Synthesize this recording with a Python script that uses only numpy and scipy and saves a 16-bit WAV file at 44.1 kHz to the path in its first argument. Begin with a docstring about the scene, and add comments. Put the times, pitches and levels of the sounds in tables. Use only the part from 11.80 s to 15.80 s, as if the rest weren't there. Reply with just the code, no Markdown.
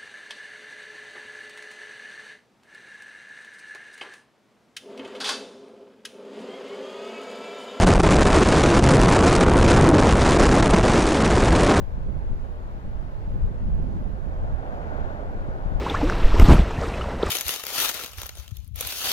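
"""Wind on a microphone in a canyon

Turbulent wind buffets the two ports of a phone microphone in a rocky canyon, in gusts and single puffs.
Behind the low rumble lies a steady distant wash, as of a creek. In the second half a far roar,
probably a car on the canyon road, swells on the right and starts to recede."""
import sys
import numpy as np
from scipy import signal
from scipy.fft import rfft, irfft
from scipy.io import wavfile
from scipy.ndimage import uniform_filter1d

SR = 44100
rng = np.random.default_rng(int(sys.argv[2]) if len(sys.argv) > 2 else 0)


def put_to_file(sound):
    """Save the sound as 16-bit audio at rate SR, in the file named by the first command-line argument."""
    columns = np.atleast_2d(sound).T  # one column per channel
    safe = np.clip(columns, -1, 1)
    whole_steps = np.round(safe * 32767)
    wavfile.write(sys.argv[1], SR, whole_steps.astype(np.int16))


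N = 176400
FRAME, HOP = 1024, 256  # short-time spectra [samples]


def amp(db):
    """Amplitude ratio of a level in decibels."""
    return 10 ** (np.asarray(db) / 20)


def unit_rms(x):
    """Normalisation to rms 1."""
    return x / np.sqrt(np.mean(x ** 2) + 1e-20)


def at_hz(points, hz):
    """Interpolation of a spectrum on a log-frequency axis."""
    f, value = np.transpose(points)
    return np.interp(np.log(hz + 1), np.log(f + 1), value)


def at_time(points, t, column=1):
    """Linear interpolation of one column of an envelope."""
    columns = np.transpose(points)
    return np.interp(t, columns[0], columns[column])


def wander(rate_hz):
    """Low-pass noise of rms 1: a smooth random modulation."""
    hz = np.fft.rfftfreq(N, 1 / SR)
    return unit_rms(irfft(rfft(rng.standard_normal(N)) * np.exp(-(hz / rate_hz) ** 2), N))


def grid():
    """Time-frequency plane: frame times (column) and bin frequencies (row)."""
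    return np.arange(N // HOP + 2)[:, None] * HOP / SR, np.fft.rfftfreq(FRAME, 1 / SR)


def eddies(spectrum, gust_s=0.33):
    """Turbulent pressure is coloured noise, here held near rms 1 over the length of a gust."""
    hz = np.fft.rfftfreq(N, 1 / SR)
    colour = amp(at_hz(spectrum, hz)) / (1 + (hz / 3000) ** 2)
    pressure = irfft(rfft(rng.standard_normal(N)) * colour, N)
    span = int(gust_s * SR)
    local_power = uniform_filter1d(uniform_filter1d(pressure ** 2, span), span // 2)
    return pressure / np.sqrt(local_power)


def buffeting(gusts, rumble_db, flutter_db, bursts_db):
    """Turbulence at one port: large eddies rumble, small ones flutter, higher in stronger wind."""
    # spectra of the large and the small eddies (frequency [Hz], relative level [dB])
    large_eddies = [(8, -3.5), (33, 2), (52, -1.5), (75, -6), (110, -14), (200, -25), (500, -79)]
    small_eddies = [(40, -3.5), (80, -3), (115, -0.5), (200, -5), (280, -11.5), (400, -21.5), (600, -35.5),
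                    (1500, -77)]
    breeze_db, octaves_per_db = -36.5, 0.02
    t, hz = np.arange(N) / SR, np.fft.rfftfreq(N, 1 / SR)
    strength_db = at_time(gusts, t, column=2)
    pitch_ratio = 2 ** (octaves_per_db * (strength_db - breeze_db))  # stronger wind sheds faster eddies
    spectrum, flutter = rfft(eddies(small_eddies)), np.zeros(N)
    for centre_hz in 50 * 2. ** np.arange(6):
        octave = np.maximum(1 - abs(np.log2((hz + 1e-6) / centre_hz)), 0)
        shift_db = at_hz(small_eddies, centre_hz / pitch_ratio) - at_hz(small_eddies, centre_hz)
        flutter += irfft(spectrum * octave, N) * amp(shift_db)
    flutter *= unit_rms(amp(bursts_db * wander(rate_hz=40.5)))  # small eddies arrive in bursts
    rumble = eddies(large_eddies) * amp(at_time(gusts, t) + rumble_db)
    return rumble + flutter * amp(strength_db + flutter_db)


def distant(density_db, pan, coherence, patchy_db):
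    """Far noise with drifting patches reaches two spaced ports partly coherent and shifted in phase."""
    # lead of the left port (frequency [Hz], phase [rad])
    port_phase = [(420, 0.14), (540, 0.91), (690, 1.78), (870, 2.04), (1130, 2.27), (1650, 2.56),
                  (2050, 2.57), (3400, 2), (4300, 3.1), (6700, 4.5)]
    t, hz = grid()
    a, b, c, d, patches = rng.standard_normal((5, len(t), len(hz)))
    patches = uniform_filter1d(patches, size=16, axis=0)  # smooth in time
    patches = unit_rms(uniform_filter1d(patches, size=9, axis=1))  # and in frequency
    left, independent = a + 1j * b, c + 1j * d
    shared = np.clip(at_hz(coherence, hz), 0, 1)
    right = (shared * left + np.sqrt(1 - shared ** 2) * independent) * np.exp(-1j * at_hz(port_phase, hz))
    lean = amp(at_hz(pan, hz) / 2)
    magnitude = amp(density_db + patchy_db * patches) * np.sqrt(SR / HOP) / 2
    spectra = np.array([left * lean, right / lean]) * magnitude
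    return signal.istft(spectra, nperseg=FRAME, noverlap=FRAME - HOP, time_axis=1, freq_axis=2)[1][:, :N]


def wash(gain_db=1.5):
    """Stationary broadband noise: the steady far rush of the canyon, as of a creek."""
    # spectrum of the rush (frequency [Hz], relative level [dB])
    spectrum = [(60, -75), (400, -76), (570, -75.2), (690, -78.5), (820, -75.7), (1250, -83), (1550, -86.3),
                (3000, -101.5), (4200, -105), (5800, -111.5), (6700, -111), (8200, -124), (15000, -140)]
    # balance of the ports (frequency [Hz], left minus right [dB])
    pan = [(200, -0.5), (400, -5), (600, -11), (850, -0.5), (1200, 1.5), (2000, 5), (2900, 11), (6700, 7.5)]
    # likeness of the ports (frequency [Hz], coherence [0-1])
    coherence = [(100, 0.82), (500, 1), (1250, 0.97), (1600, 0.29), (6000, 0.11)]
    _, hz = grid()
    return distant(gain_db + at_hz(spectrum, hz), pan, coherence, patchy_db=0.83)


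def puffs():
    """A vortex striking a port is a bipolar pulse: suction builds, snaps over to pressure and ebbs."""
    # single vortices (time [s], strength [dB], decay time [s], snap time [s])
    vortices = [(0.182, -13, 0.0015, 0.001), (0.531, -17.5, 0.01, 0.0011), (1.081, -18, 0.004, 0.001),
                (1.558, -14, 0.003, 0.0013), (1.632, -5.5, 0.0069, 0.0042), (1.645, -9, 0.0077, 0.0016),
                (3.688, -10, 0.0019, 0.00098), (3.757, -23.5, 0.0046, 0.00074),
                (3.862, -18, 0.0077, 0.00063), (3.922, -7, 0.0025, 0.0013), (3.96, -10, 0.005, 0.0015)]
    t, pressure = np.arange(N) / SR, np.zeros(N)
    for when, db, decay, snap in vortices:
        pressure += amp(db) * np.tanh((t - when) / snap) * np.exp(-np.hypot(t - when, snap) / decay)
    return pressure


def passing_car(gain_db=1, treble_above_hz=790):
    """Rolling noise of far tyres swells on approach, brightens at the crest and starts to recede."""
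    # envelope of the pass (time [s], level [dB])
    swell = [(0, -28), (1.9, -15), (2.4, -11), (2.62, -4.5), (2.88, -3), (3.15, -0.2), (3.35, -1.15),
             (4, -4)]
    # extra gain of the treble (time [s], level [dB])
    brightness = [(2.75, -2.5), (2.95, 0.7), (3.38, 0.5), (3.5, -3), (4, 1)]
    # spectrum of the roar (frequency [Hz], relative level [dB])
    spectrum = [(60, -70), (200, -66), (480, -68), (590, -63), (780, -64.5), (1230, -75.5), (1470, -75),
                (1650, -78), (1900, -83), (2900, -100), (4000, -102), (5800, -110.5), (6700, -108.5),
                (8500, -123)]
    # balance of the ports (frequency [Hz], left minus right [dB])
    pan = [(200, -6), (400, -3), (600, -9), (800, -1.5), (1050, 0.5), (1450, 8), (1900, 4), (2900, 17),
           (4000, 12), (6700, 9)]
    # likeness of the ports (frequency [Hz], coherence [0-1])
    coherence = [(100, 0.74), (500, 1), (1700, 0.91), (4000, 0.82), (7000, 0.13)]
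    t, hz = grid()
    treble = hz ** 4 / (hz ** 4 + treble_above_hz ** 4)
    swell_db = at_time(swell, t) + treble * at_time(brightness, t)
    return distant(gain_db + at_hz(spectrum, hz) + swell_db, pan, coherence, patchy_db=0.85)


def scene():
    """Superposition: turbulence is local to each port, while distant sound reaches both."""
    # wind at each port (time [s], relative rumble level [dB], relative flutter level [dB])
    gusts_left = [(0, -28, -27), (0.07, -26, -58), (0.17, -27.5, -35.5), (0.27, -30.5, -52),
                  (0.41, -33, -51), (0.52, -23.5, -41.5), (0.65, -38, -41.5), (0.8, -31, -51),
                  (0.92, -33, -45.5), (1.08, -31, -41.5), (1.36, -37, -46), (1.54, -23.5, -34),
                  (1.63, -21.5, -40.5), (1.74, -30.5, -42), (1.91, -23, -41.5), (2.35, -34, -51),
                  (2.57, -29, -50), (2.67, -25, -49), (2.8, -34.5, -55), (3.42, -34, -59),
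                  (3.58, -27.5, -46), (3.8, -33, -39), (3.95, -22, -32.5)]
    gusts_right = [(0, -35.5, -52), (0.17, -28.5, -48), (0.28, -24, -34), (0.5, -27, -39),
                   (0.66, -27.5, -42.5), (0.78, -33.5, -45), (1.0, -36.5, -42.5), (1.16, -26, -39.5),
                   (1.35, -28.5, -47.5), (1.56, -29, -32), (1.63, -23, -40.5), (1.7, -28.5, -33),
                   (1.77, -26.5, -35.5), (1.92, -21.5, -32.5), (2.08, -24.5, -28), (2.29, -25.5, -32),
                   (2.39, -27, -38.5), (2.48, -29, -36), (2.58, -26.5, -45.5), (2.75, -24, -34.5),
                   (2.84, -33, -38), (3.2, -25.5, -41), (3.45, -31.5, -43.5), (3.82, -29.5, -47),
                   (3.93, -30.5, -47)]
    left = buffeting(gusts_left, rumble_db=0.5, flutter_db=1.5, bursts_db=3.5) + puffs()
    right = buffeting(gusts_right, rumble_db=0.5, flutter_db=2.5, bursts_db=2.5)
    return np.array([left, right]) + wash() + passing_car()


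def record(dry):
    """The microphone adds white self-noise, and a linear-phase low-pass limits the bandwidth."""
    hiss_density_db, cutoff_hz = -116, 15600
    hiss = amp(hiss_density_db) * np.sqrt(SR / 2) * rng.standard_normal(dry.shape)
    lowpass = signal.firwin(511, cutoff_hz, window=("kaiser", 9), fs=SR)
    padded = np.pad(dry + hiss, ((0, 0), (255, 255)), "reflect", reflect_type="odd")
    return signal.oaconvolve(padded, lowpass[None], "valid")


dry = scene()
out = record(dry)
put_to_file(out)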